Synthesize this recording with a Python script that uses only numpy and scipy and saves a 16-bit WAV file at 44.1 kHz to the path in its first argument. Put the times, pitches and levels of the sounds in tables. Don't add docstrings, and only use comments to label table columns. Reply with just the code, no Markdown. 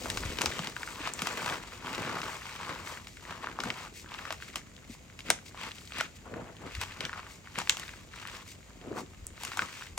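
import sys
import numpy as np
from scipy import signal
from scipy.fft import rfft, irfft
from scipy.io import wavfile
from scipy.ndimage import uniform_filter1d

SR = 44100
rng = np.random.default_rng(int(sys.argv[2]) if len(sys.argv) > 2 else 0)


def log_audio(samples):
    frames = np.atleast_2d(samples).T
    limited = np.clip(frames, -1, 1)
    pcm = np.round(limited * 32767).astype(np.int16)
    wavfile.write(sys.argv[1], SR, pcm)


N = 440113
TIME = np.arange(N) / SR
FFT_SIZE = 466560
FREQS = np.fft.rfftfreq(FFT_SIZE, 1 / SR)

# start in s, level in dB, hollow body in dB re level, bright edge in dB re level
SNAP_EVENTS = [(0.1, -14, -17, -15), (0.172, -14.5, -9.5, -20), (0.3857, -15.5, -12.5, -25),
               (.41, -15.5, -9, -21), (0.416, -12.5, -11, -11.5), (0.459, -11, -10.5, -27),
               (.591, -19.5, -6, -38), (.671, -16, -16, -24), (1.073, -23, -1, -15),
               (1.191, -19.5, -15, -26), (1.2192, -16.5, -7.5, -12.5), (1.27, -14.5, -8.5, -17),
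               (1.46, -21, -3, -17), (1.498, -18, -19, -36), (1.948, -22, -19, -24),
               (2.216, -19.5, -25, -33), (3.07, -29.5, -11.5, -21), (3.602, -20.5, -7, -22.5),
               (3.636, -28.5, 5, -8), (4.305, -17.5, -7.5, -34), (4.324, -22, -5.5, -14),
               (4.557, -16, -11.5, -13.5), (5.19, -27.5, -14, -20), (5.302, -2.5, -12.5, -19),
               (5.984, -29.5, -1, -5), (6.008, -18.5, -1.5, -12), (6.75, -22, -28, -21),
               (6.813, -20, -12, -11.5), (6.834, -23.5, -11, -18), (7.0055, -16.5, -31, -25),
               (7.051, -16.5, -29, -37), (7.586, -16, -8, -13.5), (7.616, -21.5, -7.5, -26),
               (7.695, -2.5, -23, -27), (7.721, -21, -14, -25), (7.769, -21.5, -13, -17),
               (7.796, -24.5, -13, -12), (8.272, -27, -22, -14), (9.434, -24, -7.5, -9),
               (9.449, -22, -14, -9), (9.5715, -20, -6, -12), (9.977, -17.5, -8.5, -11.5)]


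def from_db(db):
    return 10 ** (np.asarray(db) / 20)


def rms_one(x):
    return x / np.sqrt(np.mean(x ** 2) + 1e-20)


def at_freqs(points):
    hz, value = np.transpose(points)
    return np.interp(np.log(FREQS + 1), np.log(hz), value)


def filtered(x, response):
    return irfft(rfft(x, FFT_SIZE) * response)[..., :N]


def coloured(x, spectrum):
    cepstrum = irfft(np.log(from_db(at_freqs(spectrum))))
    cepstrum[1:FFT_SIZE // 2] *= 2
    cepstrum[FFT_SIZE // 2 + 1:] = 0
    return filtered(x, np.exp(rfft(cepstrum)))


def band(x, low_hz, high_hz):
    sos = signal.butter(2, [low_hz, min(high_hz, SR / 2 - 1)], "band", fs=SR, output="sos")
    return signal.sosfilt(sos, x)


def resonate(x, hz, width_hz):
    r = np.exp(-np.pi * width_hz / SR)
    zeros = np.array([1, 0, -1]) * (1 - r * r) / 2
    poles = [1, -2 * r * np.cos(2 * np.pi * hz / SR), r * r]
    return signal.lfilter(zeros, poles, x)


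def resonate_twice(x, hz, first_width_hz, second_width_hz):
    return resonate(resonate(x, hz, first_width_hz), hz, second_width_hz)


def drift(per_s):
    return np.interp(TIME * per_s, np.arange(N), rng.standard_normal(N))


def snaps(lead_s=0.0011, run_s=0.0033, run_db=0.0, debris_s=0.011, debris_db=-26,
          core_db=-2.5, body_db=-6.5, edge_db=-1, size=3000):
    # resonance in Hz, width in Hz, gain in dB.
    hollows = [(1410, 960, 15), (2180, 940, 13.5), (2680, 440, 14), (4570, 13000, -18)]
    # frequency in Hz, gain in dB.
    edge_colour = [(2500, -66), (5000, -6.5), (7500, -1), (10500, -3), (12000, -4), (16000, -46)]
    before_s, delay_s = 0.005, 0.0012
    t = np.arange(size) / SR - before_s
    main = signal.unit_impulse(size, np.argmin(np.abs(t)))
    running = np.exp(-np.abs(t) / np.where(t < 0, lead_s, run_s))
    crumbling = (t > 0) * np.exp(-np.abs(t) / debris_s)

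    def in_hand(x):
        detuned = [(hz * np.exp(0.049 * rng.standard_normal()), width, db) for hz, width, db in hollows]
        return sum(resonate(x, hz, width) * from_db(db) for hz, width, db in detuned)

    def burst(x):
        return x / np.linalg.norm(x) * np.sqrt(0.004 * SR)

    knocks, edges = np.zeros((2, N + size))
    for s, level_db, hollow_db, bright_db in SNAP_EVENTS:
        splinters = rng.standard_normal((4, size))
        splinters *= np.abs(splinters)
        cracks = splinters[:3] * running
        core, body, edge = [main + from_db(run_db) * x / np.linalg.norm(x) for x in cracks]
        core = band(in_hand(core), 1740, 6500)
        knock = from_db(core_db) * core / np.abs(core).max()
        knock += from_db(hollow_db + body_db) * burst(band(body, 737, 1490))
        knock += from_db(debris_db) * burst(in_hand(splinters[3] * crumbling))
        at = round((s + delay_s - before_s) * SR)
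        knocks[at:at + size] += from_db(level_db) * knock
        edge = band(edge, 3600, 13500)
        edges[at:at + size] += from_db(level_db + bright_db + edge_db) * burst(edge)
    return knocks[:N] + coloured(edges, edge_colour)[:N]


def chips(width_hz=1700, overtone=1.72, overtone_db=-13, size=600):
    # start in s, pitch in Hz, peak in dB.
    flakes = [(0.4588, 4900, -10), (1.137, 7600, -18), (5.303, 8500, -4.5), (7.696, 6200, -5),
              (9.2681, 8580, -20)]
    out, click = np.zeros(N), signal.unit_impulse(size)
    for s, hz, peak_db in flakes:
        tick = resonate_twice(click, hz, 2 * width_hz, 2 * width_hz)
        upper = resonate_twice(click, overtone * hz, 2 * width_hz, 2 * width_hz)
        tick = tick + from_db(overtone_db) * upper
        out += np.pad(from_db(peak_db) * tick / np.abs(tick).max(), (round(s * SR), N))[:N]
    return out


def pops(rows, sharpness=1.16, after_db=-3, after_s=0.0022, level_db=-2.0, size=2000):
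    out = np.zeros(N + size)
    dying = np.exp(-np.arange(size) / SR / after_s)
    for s, hz, row_db in rows:
        run = rng.standard_normal(size)
        run *= np.abs(run) * dying
        breaks = signal.unit_impulse(size) + from_db(after_db) * run / np.linalg.norm(run)
        pop = resonate_twice(breaks, hz, hz / sharpness, hz / sharpness)
        at = round(s * SR)
        out[at:at + size] += from_db(row_db + level_db) * pop / np.abs(pop).max()
    return out[:N]


def stray_pops(grip, per_s=22, level_db=-3.0, follows=0.61, spread_db=3.0, pitch_hz=1750, spread_octaves=0.38):
    chance = rng.standard_normal((400, 2))
    times = np.cumsum(rng.exponential(1, len(chance))) / per_s
    rows = []
    for s, (pitch, strength) in zip(times, chance):
        if s < TIME[-1]:
            grip_db = 20 * np.log10(grip[int(s * SR)])
            row_db = level_db + follows * grip_db + spread_db * strength
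            rows.append((s, pitch_hz * 2 ** (spread_octaves * pitch), row_db))
    return rows


def stroke(at_s, build_s, release_s, shape=2.19):
    near = slice(*np.searchsorted(TIME, [at_s - 6 * build_s, at_s + 6 * release_s]))
    t, swell = TIME[near] - at_s, np.zeros(N)
    swell[near] = np.exp(-np.maximum(-t / build_s, t / release_s) ** shape)
    return swell


def handwork():
    # hardest grip in s, build in s, release in s, crumbs in dB, dust in dB,
    # powder in dB, tightness as small hollow in dB re large. squeezing() trims dust and powder.
    grips = [(.08, 0.25, 0.4, -51.5, -42, -43, -18), (.25, 0.021, 0.094, -42.5, -58.5, -66, 13),
             (.44, 0.041, 0.053, -44.5, -44, -38, 1), (0.609, 0.27, 0.12, -43, -45, -46, 7),
             (.88, 0.16, 0.18, -46, -45.5, -53.5, -13), (1.07, 0.064, 0.04, -39, -47.5, -48.5, 4),
             (1.26, 0.12, 0.16, -41, -43, -45.5, 0), (1.49, 0.16, 0.1, -38.5, -41.5, -43, -6.5),
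             (1.76, 0.22, 0.046, -47.5, -52, -57, 2), (1.94, 0.11, 0.33, -40, -46.5, -43.5, -1),
             (2.07, 0.15, 0.19, -41, -60, -45, -18), (2.331, 0.18, 0.053, -44, -45.5, -59, -7),
             (2.499, 0.16, 0.13, -45.5, -48.5, -64, 2), (2.66, 0.078, 0.25, -42, -50, -51.5, -4),
             (2.701, 0.013, 0.03, -39, -61, -44, 0), (2.89, 0.05, 0.085, -46.5, -45, -52.5, -6),
             (3.3, 0.073, 0.075, -45, -53.5, -52.5, -3), (3.44, 0.077, 0.14, -46.5, -56.5, -50.5, -4),
             (3.668, 0.073, 0.061, -43.5, -49, -40, -3), (3.82, 0.14, 0.068, -46.5, -49, -61, -2),
             (4.2, 0.11, 0.12, -45, -52, -55, -0.5), (4.44, 0.062, 0.11, -53, -51, -59, 20),
             (4.564, 0.0065, 0.026, -46, -43, -45, 5), (5.278, 0.025, 0.081, -44, -49.5, -44.5, 18),
             (5.634, 0.049, 0.074, -39.5, -49, -54, 5), (5.78, 0.014, 0.013, -50, -59, -70, 22),
             (5.995, 0.053, 0.065, -40.5, -51, -48.5, 24), (6.824, 0.019, 0.015, -38, -43, -59, 6),
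             (6.8, 0.16, 0.22, -51, -54, -60, 21), (7.02, 0.022, 0.051, -42, -58, -43, 4),
             (7.15, 0.28, 0.15, -48, -59, -70, -3), (7.585, 0.023, 0.034, -39.5, -46, -43.5, 4),
             (7.76, 0.24, 0.25, -50.5, -50, -58, 6), (8.18, 0.051, 0.14, -48, -52.5, -63, 6),
             (8.328, 0.024, 0.091, -48, -49, -54.5, 2), (9.445, 0.063, 0.21, -45.5, -46.5, -59, 5),
             (9.622, 0.052, 0.037, -40.5, -44, -46, -5), (9.8, 0.17, 0.092, -49, -48.5, -70, 11)]
    # deepest push in s, build in s, release in s, powder in dB, scrape in dB.
    pushes = [(.09, .05, 0.05, -46, -46.5), (6.262, .016, 0.041, -48, -50), (6.374, .07, 0.071, -40, -48),
              (6.475, 0.037, 0.056, -50, -51), (6.665, 0.062, 0.039, -46, -48),
              (8.95, 0.12, 0.077, -42.5, -50.5), (8.987, 0.023, 0.021, -45, -39.5)]
    # middle in s, half length to 1/e in s, dust in dB.
    dribbles = [(3.093, 0.3, -56), (3.985, 0.043, -45.5), (4.925, 0.035, -49.5), (5.475, 0.025, -48.5),
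                (5.812, 0.25, -53), (6.164, 0.012, -51.5), (7.321, 0.051, -50.5), (8.5, 0.041, -47),
                (8.989, 0.028, -43.5)]
    rest_crumbs_db, rest_dust_db, rest_powder_db = -69.5, -62, -62.5
    spill_db, spill_growth, spill_rise_s, spill_s = -50, 0.2, 0.004, 0.048

    rest_db = (rest_crumbs_db, rest_crumbs_db, rest_dust_db, rest_powder_db, -np.inf)
    large, small, dust, powder, scrape = [np.full(N, from_db(db) ** 2) for db in rest_db]
    for s, build_s, release_s, crumbs_db, dust_db, powder_db, tight_db in grips:
        effort = stroke(s, build_s, release_s) ** 2
        open_share = 1 / (1 + from_db(tight_db) ** 2)
        large += effort * (from_db(crumbs_db) ** 2 * open_share)
        small += effort * (from_db(crumbs_db) ** 2 * (1 - open_share))
        dust += effort * from_db(dust_db) ** 2
        powder += effort * from_db(powder_db) ** 2
    for s, build_s, release_s, powder_db, scrape_db in pushes:
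        effort = stroke(s, build_s, release_s) ** 2
        powder += effort * from_db(powder_db) ** 2
        scrape += effort * from_db(scrape_db) ** 2
    for s, length_s, dust_db in dribbles:
        dust += (from_db(dust_db) * stroke(s, length_s, length_s)) ** 2
    for s, level_db, _, _ in SNAP_EVENTS:
        spill = stroke(s + spill_rise_s, spill_rise_s, spill_s)
        dust += (from_db(spill_db + spill_growth * level_db) * spill) ** 2
    return np.sqrt([large, small, dust, powder, scrape])


def avalanches(per_s=80, size_db=6, die_s=0.0022):
    sizes = from_db(size_db * np.minimum(rng.exponential(1, N), 1.8))
    starts = (rng.random(N) < per_s / SR) * sizes
    return 1 + signal.lfilter([1], [1, -np.exp(-1 / (die_s * SR))], starts)


def grains(per_s, spread_db, surge, sharpness, low_hz, high_hz, count=9):
    born = rng.random(N) < per_s / SR
    sizes = from_db(spread_db * np.minimum(rng.exponential(1, N), 4))
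    clicks = born * surge * sizes * rng.choice([-1, 1], N)
    dealt = rng.integers(0, count, N)
    faint = 1e-9 * rng.standard_normal(N)
    pitches = np.geomspace(low_hz, min(high_hz, SR / 2 - 1), count)
    out = sum(resonate(clicks * (dealt == k) + faint, hz, hz / sharpness) for k, hz in enumerate(pitches))
    return out / np.sqrt(np.abs(uniform_filter1d(out ** 2, size=3600)) + 1e-12)


def two_hands(stream, spectrum, apart_db=3, count=0):
    one = coloured(stream, spectrum)
    one = np.array([one, np.roll(one, count)]) * from_db(apart_db * np.array([[1], [-1]]) / 2)
    other = np.roll(one, N // 2, axis=1)[::-1]
    return rms_one(one + other)


def squeezing(loose, tight, sifting, pressing, scraping, fits_per_s=35, fits_db=2.5):
    # frequency in Hz, relative density in dB per Hz.
    crumb_colour = [(150, -45), (400, -4.5), (720, -9), (1000, 0), (1900, -6.5), (2600, -5), (3400, -11),
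                    (6000, -20.5), (9000, -20), (16000, -67)]
    dust_colour = [(600, -48), (2000, 9.5), (3500, 4.5), (8500, 1), (10500, -6), (15800, -4), (16500, -36)]
    powder_colour = [(50, -26), (110, -3.5), (200, -4), (450, -5), (750, -11.5), (1300, -36), (3000, -39),
                     (8000, -66)]
    scrape_colour = [(300, -8), (600, 1), (1100, 2), (1800, -5), (3000, -12), (6000, -29)]
    surge = avalanches()
    coarse = grains(per_s=1100, spread_db=3.5, surge=surge, sharpness=1.7, low_hz=578, high_hz=3180, count=6)
    coarse = two_hands(coarse, crumb_colour, count=2)
    fine = grains(per_s=1900, spread_db=2.5, surge=surge ** 0.88, sharpness=1.6, low_hz=1140, high_hz=6100, count=5)
    fine = two_hands(fine, crumb_colour, count=2)
    large = rms_one(band(coarse, 225, 1640))
    small = rms_one(band(fine, 1500, 8700))
    crumbs = (loose * large - tight * small) * from_db(fits_db * drift(fits_per_s))
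    dust = grains(per_s=5000, spread_db=1.0, surge=surge ** 0.84, sharpness=2.5, low_hz=2030, high_hz=13800)
    dust = two_hands(dust, dust_colour)
    powder = grains(per_s=700, spread_db=4.5, surge=np.sqrt(surge), sharpness=2.1, low_hz=81.7, high_hz=1950)
    powder = two_hands(powder, powder_colour, count=6)
    scrape = grains(per_s=2700, spread_db=5.0, surge=1, sharpness=3.1, low_hz=420, high_hz=2960)
    scrape = two_hands(scrape, scrape_colour, count=4)
    return crumbs + from_db(-2.5) * sifting * dust + from_db(-0.5) * pressing * powder + scraping * scrape


def thuds(width_hz=60):
    # start in s, pitch in Hz, peak in dB.
    bumps = [(0.253, 97, -31), (0.596, 147, -32), (1.003, 287, -37), (1.225, 160, -34.5),
             (3.658, 214, -33.5), (4.897, 237, -37)]
    out = np.zeros(N)
    for s, hz, peak_db in bumps:
        knock = resonate_twice(signal.unit_impulse(SR // 10), hz, 2 * width_hz, width_hz)
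        out += np.pad(from_db(peak_db) * knock / np.abs(knock).max(), (round(s * SR), N))[:N]
    return out


def table():
    # middle in s, level in dB, standard deviation of the swell in s.
    pushes = [(0.164, -44, 0.089), (0.29, -45, 0.04), (0.486, -39, 0.011), (6.777, -44.5, 0.028),
              (6.88, -49.5, 0.037), (9.256, -45.5, 0.054), (9.934, -48, 0.031)]
    # frequency in Hz, relative density in dB per Hz.
    colour = [(22, -20), (55, -9.5), (90, -5), (140, -35), (400, -67)]
    shove = sum(from_db(db) * np.exp(-((TIME - s) / length_s) ** 2 / 2) for s, db, length_s in pushes)
    return shove * rms_one(coloured(rng.standard_normal(N), colour))


def whine(pitches_hz=(6460, 7120), width_hz=70, level_db=-75):
    tones = [resonate_twice(rng.standard_normal(N), hz, width_hz, width_hz) for hz in pitches_hz]
    return from_db(level_db) * rms_one(sum(tones))


def microphones(x):
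    # frequency in Hz, phase by which left leads in radians.
    lead = [(0, 0), (1700, .6), (3000, 1.7), (4500, .7), (8400, 0), (10300, -3.1), (16500, -13)]
    # frequency in Hz, left minus right in dB.
    balance = [(60, 2), (500, 1), (1400, 3.5), (2600, 1.1), (5000, 7.5), (8500, 2.5), (13000, -2)]
    phase = np.interp(FREQS, *np.transpose(lead))
    left = from_db(at_freqs(balance) / 2)
    return filtered(x, np.array([left, np.exp(-1j * phase) / left]))


def room(x, early_db=-13, early_s=0.011, tail_db=-12, t60_s=0.22, size=22000, count=2):
    t = np.arange(size) / SR
    walls = from_db(at_freqs([(100, -0.5), (700, 2), (2400, -3.5), (4000, -2.5), (7000, 6.0), (14000, -23.0)]))
    place = np.abs([drift(4) for _ in range(count)])
    out = 0
    for share in place / np.linalg.norm(place, axis=0):
        scatter, tail = rng.standard_normal((2, 2, size))
        scatter = scatter * (t > 0.0007) * np.exp(-t / early_s)
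        tail = tail * (t > 0.006) * from_db(-60 * t / t60_s)
        parts = [(early_db, scatter), (tail_db, tail)]
        echo = sum(from_db(db) * part / np.linalg.norm(part[0]) for db, part in parts)
        out = out + rfft(x * share, FFT_SIZE) * rfft(echo, FFT_SIZE)
    return irfft(out * walls)[:, :N]


def room_air(air_db=-54.0, apart_hz=500):
    # frequency in Hz, relative density in dB per Hz.
    colour = [(20, -36), (48, 5), (75, 1.5), (92, 6), (115, -1), (190, -3), (450, -15), (1000, -22.5),
              (2200, -21.5), (3800, -28), (6000, -33), (6800, -21), (10000, -42), (15500, -39),
              (16300, -54)]
    mid, side = coloured(rng.standard_normal((2, N)), colour)
    side = filtered(side, np.sqrt(0.027 + 1.2 * FREQS ** 2 / (FREQS ** 2 + apart_hz ** 2)))
    return from_db(air_db) * (mid + side * [[1], [-1]]) / np.std(mid)


def scene():
    # start in s, pitch in Hz, level in dB before the trim in pops().
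    crumb_bursts = [(0.0577, 980, -23), (0.2354, 1140, -20.5), (0.2597, 1860, -26), (0.522, 2070, -21),
                    (0.7653, 1390, -20.5), (0.832, 1420, -20), (0.8755, 1410, -24.5), (1.0547, 1570, -23),
                    (1.48, 1400, -20), (1.5241, 1720, -21), (1.543, 1390, -25), (2.2318, 1310, -24),
                    (2.301, 1600, -30), (2.6927, 1090, -23.5), (2.8734, 1730, -23.5), (3.1704, 1670, -33.5),
                    (3.4421, 1070, -25), (3.4713, 950, -19.5), (3.5887, 950, -19), (3.703, 2240, -13.5),
                    (4.141, 2330, -24), (4.188, 2200, -25.5), (4.4241, 1730, -24.5), (4.7652, 3400, -33.5),
                    (5.2056, 2540, -27), (5.286, 1700, -27), (5.546, 880, -35), (5.7173, 2660, -25.5),
                    (5.875, 3580, -31), (5.9213, 2320, -25), (6.002, 1650, -20), (6.0108, 1450, -19.5),
                    (6.34, 1510, -28.5), (6.823, 1400, -30), (7.095, 1390, -27), (7.1304, 1410, -23.5),
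                    (7.136, 1370, -27), (7.473, 1400, -31), (7.557, 1730, -23), (7.674, 1700, -19.5),
                    (7.892, 1850, -25.5), (8.253, 1350, -24.5), (9.5925, 1270, -10), (9.6209, 1470, -15),
                    (9.8705, 1690, -32)]
    loose, tight, sifting, pressing, scraping = handwork()
    chalk = snaps() + chips() + squeezing(loose, tight, sifting, pressing, scraping)
    chalk = chalk + pops(crumb_bursts + stray_pops(np.hypot(loose, tight)))
    near = microphones(chalk + table() + thuds() + whine())
    return near + room(chalk.mean(axis=0)) + room_air()


def record(dry, cutoff_hz=16800):
    sos = signal.ellip(10, 0.1, 80, cutoff_hz, fs=SR, output="sos")
    return signal.sosfilt(sos, np.clip(dry, -1, 1))


dry = scene()
out = record(dry)
log_audio(out)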